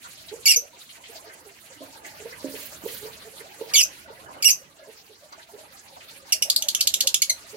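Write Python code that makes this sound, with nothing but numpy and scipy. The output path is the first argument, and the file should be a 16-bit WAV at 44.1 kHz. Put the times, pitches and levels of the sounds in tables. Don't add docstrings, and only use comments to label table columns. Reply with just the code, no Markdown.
import sys
import numpy as np
from scipy import signal
from scipy.fft import rfft, irfft, next_fast_len
from scipy.io import wavfile
from scipy.ndimage import uniform_filter1d, minimum_filter1d

SR = 44100
rng = np.random.default_rng(int(sys.argv[2]) if len(sys.argv) > 2 else 0)


def store_wav(level_fs):
    pcm = np.round(np.clip(np.atleast_2d(level_fs), -1, 1) * 32767)
    wavfile.write(sys.argv[1], SR, pcm.T.astype(np.int16))


N = 333396
TIME = np.arange(N) / SR
# t/s, relative level/dB
HISS_ENVELOPE = [(0.0, -51.5), (0.51, -51), (0.61, -58), (0.86, -54.5), (1.02, -54.5), (1.72, -54),
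                 (2.09, -51.5), (2.54, -48.5), (3.02, -49.5), (3.21, -53), (3.83, -50), (4.19, -57.5),
                 (4.44, -57.5), (4.68, -60), (5.25, -57.5), (6.3, -53.5)]


def from_db(db):
    return 10 ** (np.asarray(db) / 20)


def rms_one(x):
    return x / np.sqrt(np.mean(x ** 2) + 1e-20)


def at_hz(points, hz):
    frequencies, values = np.transpose(points)
    return np.interp(np.log(np.maximum(hz, 1)), np.log(frequencies), values)


def at_time(points, t):
    return np.interp(t, *np.transpose(points))


def drift(per_s, size):
    return np.interp(np.arange(size) * per_s / SR, np.arange(4096), rng.standard_normal(4096))


def add(track, start_s, sound):
    i = int(start_s * SR)
    track[i:i + len(sound)] += sound[:max(N - i, 0)]


def fade(size, edge_s):
    i = np.arange(size)
    return np.sin(np.pi / 2 * np.minimum(np.minimum(i, i[::-1]) / (edge_s * SR), 1)) ** 2


def coloured(x, spectrum):
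    size = next_fast_len(len(x))
    hz = np.arange(size // 2 + 1) * SR / size
    return irfft(rfft(x, size) * from_db(at_hz(spectrum, hz)), size)[:len(x)]


def room(x, wet_db, t60, build_s):
    t = TIME[:SR // 2]
    tail = rng.standard_normal((2, len(t))) * from_db(-60 * t / t60) * (1 - np.exp(-(t / build_s) ** 2))
    tail /= np.sqrt(np.sum(tail ** 2, axis=1, keepdims=True))
    return from_db(wet_db) * signal.fftconvolve(x[None], tail, axes=1)[:, :N]


def diffuse_field(pair):
    # f/Hz, correlation (-1 to 1)
    coherence = [(60, .85), (200, .86), (450, 0.77), (600, 0.73), (800, 0.32), (1050, -0.61), (1400, -0.32),
                 (2000, 0.18), (3000, 0.084)]
    size = next_fast_len(N)
    mid, side = rfft(pair, size)
    alike = at_hz(coherence, np.arange(len(mid)) * SR / size)
    spectra = np.sqrt((1 + alike) / 2) * mid + np.sqrt((1 - alike) / 2) * side * [[1], [-1]]
    return irfft(spectra, size)[:, :N]


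def banded_noise(spectrum, flicker_db, flicker_per_s, correlation=0):
    out, edges = 0, np.geomspace(25, 17000, 20)
    white = rng.standard_normal((2, 2, N))
    for k, (low, high) in enumerate(zip(edges, edges[1:])):
        if high < spectrum[0][0] or low > spectrum[-1][0]:
            continue
        band = signal.butter(2, [low, high], "band", fs=SR, output="sos")
        mid, side = signal.sosfilt(band, white[k % 2])
        gain = from_db(at_hz(spectrum, np.sqrt(low * high)) + flicker_db * drift(flicker_per_s, N))
        out += gain * (np.sqrt(1 + correlation) * mid + np.sqrt(1 - correlation) * side * [[1], [-1]])
    return rms_one(out)


def rumble(gain_db=7.5):
    # t/s, relative level/dB
    envelope = [(0.0, -66), (0.51, -66), (0.65, -70), (1.64, -69), (2.48, -61.5), (2.97, -59), (3.54, -68),
                (3.75, -64), (4.48, -64), (4.93, -72.5), (6.78, -63.5), (7.56, -66)]
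    # f/Hz, relative level/dB
    spectrum = [(25, -22), (45, -12), (70, -2.5), (150, -4), (300, -5), (600, -18), (1200, -21)]
    noise = banded_noise(spectrum, flicker_db=2.5, flicker_per_s=50)
    return from_db(at_time(envelope, TIME) + gain_db) * noise


def hiss(gain_db=6.0, flicker_db=2.5):
    # f/Hz, relative level/dB
    spectrum = [(800, -9), (2200, 3.5), (4200, -1), (6500, -5.5), (8000, 4.5), (10000, -1), (12000, -2.5),
                (15500, -8)]
    level_db = at_time(HISS_ENVELOPE, TIME) + gain_db + flicker_db * drift(30, N)
    return from_db(level_db) * banded_noise(spectrum, flicker_db=5.0, flicker_per_s=44, correlation=0.05)


def blips(spectrum, per_s=230, cycles=10, spread_db=14, rise=0.14, tilt_db=-1.0):
    out, total = np.zeros(N), int(per_s * N / SR)
    low, high = spectrum[0][0], spectrum[-1][0]
    when, place, strength = rng.random((total, 3)).T
    pitches = low * (high / low) ** place
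    gains = from_db(at_hz(spectrum, pitches) + spread_db * strength ** 2 + tilt_db * np.log2(pitches / low))
    for s, hz, gain in zip(when * N / SR, pitches, gains):
        size = int(cycles * SR / np.sqrt(hz * low)) + 8
        u = np.arange(size) / size
        phase = 2 * np.pi * hz * size / SR * (u + rise * u * u / 2)
        envelope = np.sin(np.pi * np.sqrt(u)) ** 2
        add(out, s, gain * np.sqrt(hz / size) * envelope * np.sin(phase))
    return rms_one(room(out, wet_db=0, t60=0.17, build_s=0.0016))


def babble(blips_db=6.5, surge_db=2.5, surges_per_s=12):
    # t/s, relative level/dB
    envelope = [(0.0, -66), (0.61, -58), (0.88, -63.5), (1.22, -55.5), (1.52, -63.5), (1.85, -55.5),
                (2.97, -60), (3.39, -60), (3.73, -49.5), (3.96, -57.5), (4.38, -52.5), (4.69, -64),
                (5.2, -65), (5.39, -59), (5.75, -60.5), (6.99, -55.5), (7.31, -61.5), (7.56, -61)]
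    # f/Hz, relative level/dB
    spectrum = [(250, -10), (400, -9.5), (550, -3), (800, -3), (1050, -9), (1400, -6.5), (2000, -16.5),
                (3000, -14)]
    level_db = at_time(envelope, TIME) + surge_db * drift(surges_per_s, N)
    bed = banded_noise(spectrum, flicker_db=5.0, flicker_per_s=22)
    return from_db(level_db) * (bed + from_db(blips_db) * blips(spectrum))


def rustle(gain_db=3.0):
    # centre t/s, 1/e half-width/s, relative level/dB
    swells = [(2.607, 0.11, -40.5), (2.954, 0.12, -38.5)]
    # f/Hz, relative level/dB
    spectrum = [(1000, 3), (3000, 10.5), (6000, 10), (12000, 20.5), (16000, 18.5)]
    envelope = sum(from_db(db + gain_db) * np.exp(-((TIME - s) / half_s) ** 2) for s, half_s, db in swells)
    return envelope * banded_noise(spectrum, flicker_db=4.0, flicker_per_s=76, correlation=0.32)


def faint_scuffs(per_s=3, decay_s=0.033, low_hz=1300, high_hz=3600, re_hiss_db=-2.5):
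    when, place = rng.random((64, 2)).T
    times = (np.arange(len(when)) + when) / per_s
    pitches = low_hz * (high_hz / low_hz) ** place
    levels = at_time(HISS_ENVELOPE, times) + re_hiss_db
    return [(s, decay_s, hz, level_db) for s, hz, level_db in zip(times, pitches, levels)]


def scuffs(edge_ratio=1.29, gain_db=1.7, attack_cycles=5):
    # t/s, decay time/s, centre f/Hz, relative level/dB
    bursts = [(.037, 0.029, 1150, -38.5), (.28, 0.015, 3770, -40), (.61, 0.052, 630, -48),
              (.887, 0.031, 3030, -46), (1.035, 0.043, 2600, -47), (1.149, .022, 4250, -44),
              (1.29, .038, 1650, -48), (2.039, 0.062, 1980, -44.5), (2.319, 0.023, 1810, -42),
              (2.545, .024, 2600, -43.5), (2.875, .024, 2520, -41), (3.055, 0.049, 1010, -44.5),
              (3.398, 0.02, 1770, -44), (4.275, 0.038, 794, -45.5), (4.335, 0.053, 714, -45),
              (5.318, 0.019, 920, -40.5), (5.321, 0.0067, 5170, -43), (5.389, 0.028, 1520, -50.5),
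              (5.96, 0.012, 800, -39), (6.0, .033, 2300, -48), (6.445, 0.058, 667, -42),
              (6.644, 0.024, 654, -41)]
    out = np.zeros(N)
    for s, decay_s, hz, level_db in list(bursts) + faint_scuffs():
        t = TIME[:int(2 * decay_s * SR)]
        band = signal.butter(2, [hz / edge_ratio, hz * edge_ratio], "band", fs=SR, output="sos")
        puff = rms_one(signal.sosfilt(band, rng.standard_normal(len(t))))
        envelope = np.exp(-(t / decay_s) ** 2) * fade(len(t), attack_cycles / hz)
        add(out, s, from_db(level_db + gain_db) * envelope * puff)
    return out


def hoots(waver=0.065, husk=0.4, overtone_db=-20, octaves_per_db=0.02, flat_db=-47.5):
    # t/s, duration/s, middle f/Hz, level/dB
    calls = [(.31, .05, 443.5, -30.5), (.55, 0.053, 486, -42), (1.086, 0.027, 463, -42.5),
             (1.246, 0.059, 433, -45), (1.439, 0.063, 430, -45.5), (2.192, 0.056, 427, -39.5),
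             (2.243, 0.037, 469, -34), (2.528, .043, 445, -34), (2.832, 0.022, 300, -32),
             (2.851, 0.02, 427, -23.5), (2.999, 0.11, 425.7, -36), (3.236, 0.075, 427, -43),
             (3.405, .021, 458, -37), (3.6, 0.035, 446, -27.5), (4.096, 0.027, 460, -39.5),
             (4.862, 0.059, 422, -43.5), (5.083, 0.057, 424, -47), (5.215, .05, 601, -47),
             (5.513, .073, 412, -42), (7.029, .05, 524, -40.5), (7.521, 0.054, 420, -38.5)]
    out = np.zeros(N)
    for s, length, hz, level_db in calls:
        size = int(length * SR)
        octaves = octaves_per_db * (level_db - flat_db) * np.linspace(-.5, .5, size)
        pitch = hz * 2 ** octaves * (1 + waver * drift(240, size))
        phase = 2 * np.pi * np.cumsum(pitch) / SR
        tone = np.sin(phase) + from_db(overtone_db) * np.sin(2 * phase)
        swell = np.sqrt(2) * np.hanning(size) * (1 + husk * drift(419.4, size))
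        add(out, s, from_db(level_db) * swell * tone)
    return out


def knocks(gain_db=1.5, rattle=0.43):
    # t/s, relative level/dB
    blows = [(1.802, -31), (2.44, -17.5)]
    # f/Hz, relative level/dB, T60/s
    modes = [(272.3, -10.5, 0.39), (325, -16, 0.24), (405, -14, 0.094), (525, -16.5, 0.27),
             (601, -19, 0.43)]
    out, t = np.zeros(N), TIME[:SR // 2]
    ring = sum((-1) ** k * from_db(db - 60 * t / t60) * np.sin(2 * np.pi * hz * t)
               for k, (hz, db, t60) in enumerate(modes))
    for s, level_db in blows:
        envelope = (1 + rattle * drift(260, len(t))) * fade(len(t), 0.007)
        add(out, s, from_db(level_db + gain_db) * envelope * ring)
    return out


def cage(x):
    # delay/s, level/dB
    reflections = [
        [(.00175, -18), (.0035, -9), (.00525, -25.5)],
        [(.0014, -7), (.00315, -12.5), (.0049, -10)],
    ]
    direct = [np.interp(TIME - lag_s, TIME, x) for lag_s in (3 / SR, 0)]
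    return np.array([side + sum(from_db(db) * np.roll(x, int(delay * SR)) for delay, db in echoes)
                     for side, echoes in zip(direct, reflections)])


def syrinx(pitch, rough, slope_db, jitter=0.076, shimmer=0.41, flutter_per_s=1800, rasp_db=-16):
    # f/Hz, gain/dB
    throat = [(1500, -56), (2000, -12), (2300, -8.5), (2850, -3), (3700, -1), (4500, -0.5), (5800, 3),
              (7000, 4), (8600, -2.5), (10000, -4.5), (11400, 3), (12800, -2.5), (14000, -13),
              (16000, -15.5)]
    size, order = len(pitch), np.arange(1, 8)[:, None]
    pitch = pitch * (1 + jitter * rough * drift(flutter_per_s, size))
    phase = 2 * np.pi * np.cumsum(pitch) / SR
    gains = from_db(at_hz(throat, order * pitch) + slope_db * np.log2(order))
    gains *= order * pitch < SR / 2.4
    tone = np.sum(gains * np.sin(order * phase), axis=0) / np.sqrt(np.sum(gains ** 2, axis=0) / 2)
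    air = rms_one(np.diff(coloured(rng.standard_normal(8192), throat)))[:size]
    flutter = 1 + shimmer * rough * drift(flutter_per_s, size)
    return (tone * flutter + from_db(rasp_db) * rough * air) * fade(size, 0.00019)


def glide(length, start_hz, octaves, level_db, rough, slope_db, swell_s=0.00038):
    t = TIME[:int(length * SR)]
    pitch = start_hz * 2 ** (octaves * t / length)
    return from_db(level_db) * (1 - np.exp(-t / swell_s)) * syrinx(pitch, rough, slope_db)


def lead_in(length, level_db, sag_db, slope_db, hz=2272, sharp_hz=912, settle_s=0.00264, swell_s=.0007):
    t = TIME[:int(length * SR)]
    unsettled = np.exp(-t / settle_s)
    voice = syrinx(hz + sharp_hz * unsettled, rough=.22 + 0.66 * unsettled, slope_db=slope_db)
    return from_db(level_db - sag_db * t / length) * (1 - np.exp(-t / swell_s)) * voice


def cry(length, break_hz, end_hz, level_db, sag_db, slope_db, clear_at, lift_hz, clear_rough,
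        clear_half_width=.24, lock_steepness=4.9, harsh_rough=0.81, harsh_loss_db=5.5):
    u = np.linspace(0, 1, int(length * SR))
    clear = np.exp(-np.abs((u - clear_at) / clear_half_width) ** lock_steepness)
    pitch = break_hz + (end_hz - break_hz) * u + lift_hz * clear
    rough = harsh_rough + (clear_rough - harsh_rough) * clear
    voice = syrinx(pitch, rough, slope_db, jitter=0.059, shimmer=0.69, flutter_per_s=1400, rasp_db=-17)
    return from_db(level_db - sag_db * u - harsh_loss_db * rough) * voice


def parrot(whistle_hz=(6320, 5996), yip_octaves=-0.1376, sweep_octaves_per_s=169, lowest_hz=2050):
    # position (0-1), lift/Hz, roughness
    chirps = [(0.4556, 0.02, -15.5, -2.5, .049, 2878, 2503, -8.5, 2.5, -3.5, .54, 110, 0.41),
              (3.736, 0.021, -16.5, -1, .061, 3393, 2535, -8, 5.5, -5.0, 0.6, -4.5, 0.65),
              (4.424, .0195, -17, 15, .058, 2664, 2526, -9.5, 4, -2.5, .39, 245, 0)]
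    # t/s, level/dB
    whistles = [(.56, -14), (3.8273, -18.5), (4.503, -12.5)]
    # t/s, duration/s, start f/Hz, level/dB, roughness
    yips = [(0.534, 0.012, 2490, -23.5, .3), (6.3219, .011, 2930, -13, 0.94),
            (6.4228, 0.0054, 2920, -13, 1.15), (6.791, 0.019, 2750, -37, 0.35),
            (7.219, .0045, 2345, -12, .35), (7.296, 0.011, 2186, -17, 0.3)]
    # t/s, duration/s, start f/Hz, level/dB, roughness
    chatter = [(6.499, 0.0049, 2970, -11.5, 0.2), (6.5615, 0.0033, 3420, -10, 0),
               (6.6226, 0.00297, 2790, -17, 0.77), (6.6847, 0.0053, 2620, -15, 0.1),
               (6.748, 0.0033, 2550, -12, .3), (6.8071, 0.0068, 2296, -12.5, .75),
               (6.8717, .0055, 2400, -12, 0.43), (6.939, 0.0048, 2494, -11.5, 0.46),
               (7.0056, 0.0059, 2346, -14, 0.36), (7.0712, 0.0057, 2350, -12, 0.4),
               (7.142, .004, 2360, -10.5, 0.65), (7.2245, 0.0026, 2500, -13.5, .8)]
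    out = np.zeros(N)
    for s, lead_s, lead_db, lead_sag_db, cry_s, break_hz, end_hz, db, sag_db, slope_db, *clear in chirps:
        add(out, s, lead_in(lead_s, lead_db, lead_sag_db, slope_db))
        add(out, s + lead_s, cry(cry_s, break_hz, end_hz, db, sag_db, slope_db, *clear))
    whistle_octaves = np.log2(whistle_hz[1] / whistle_hz[0])
    for s, db in whistles:
        add(out, s, glide(.013, whistle_hz[0], whistle_octaves, db, rough=0.38, slope_db=-5.0))
    for s, length, start_hz, db, rough in yips:
        slope_db = -1.5 + 0.62 * (db + 12.5)
        add(out, s, glide(length, start_hz, yip_octaves, db, rough, slope_db))
    for s, length, start_hz, db, rough in chatter:
        add(out, s, glide(length, start_hz, sweep_octaves_per_s * length, db, rough, slope_db=-2.5))
    return signal.sosfilt(signal.butter(5, lowest_hz, "high", fs=SR, output="sos"), out)


def scene():
    bird, hooting, scuffing = parrot(), hoots(), scuffs()
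    near = cage(bird) + room(bird, wet_db=-2.0, t60=0.13, build_s=0.00083)
    late = room(bird, wet_db=-27.5, t60=0.36, build_s=0.035)
    far = room(hooting, wet_db=-5, t60=0.24, build_s=0.0089)
    far += room(scuffing, wet_db=1.5, t60=0.082, build_s=0.0012)
    return near + late + hooting + knocks() + diffuse_field(far + rumble() + babble()) + hiss() + rustle()


def limiter(x, ceiling=.97, ramp_s=.001):
    size = int(ramp_s * SR)
    headroom = np.minimum(1, ceiling / (np.max(np.abs(x), axis=0) + 1e-9))
    return x * uniform_filter1d(minimum_filter1d(headroom, 2 * size + 1), size)


def record(dry, stopband_hz=16500):
    # f/Hz, gain/dB
    left_response = [(100, -4.5), (300, -9.5), (600, -3), (2000, -2), (3300, -5), (4400, 5), (5500, -1),
                     (6600, -1), (7500, -3), (8700, -28), (10200, -12.5), (12000, -10), (15500, -11)]
    pair = limiter(np.array([coloured(dry[0], left_response), dry[1]]))
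    return signal.sosfilt(signal.cheby2(16, 60, stopband_hz, fs=SR, output="sos"), pair)


dry = scene()
out = record(dry)
store_wav(out)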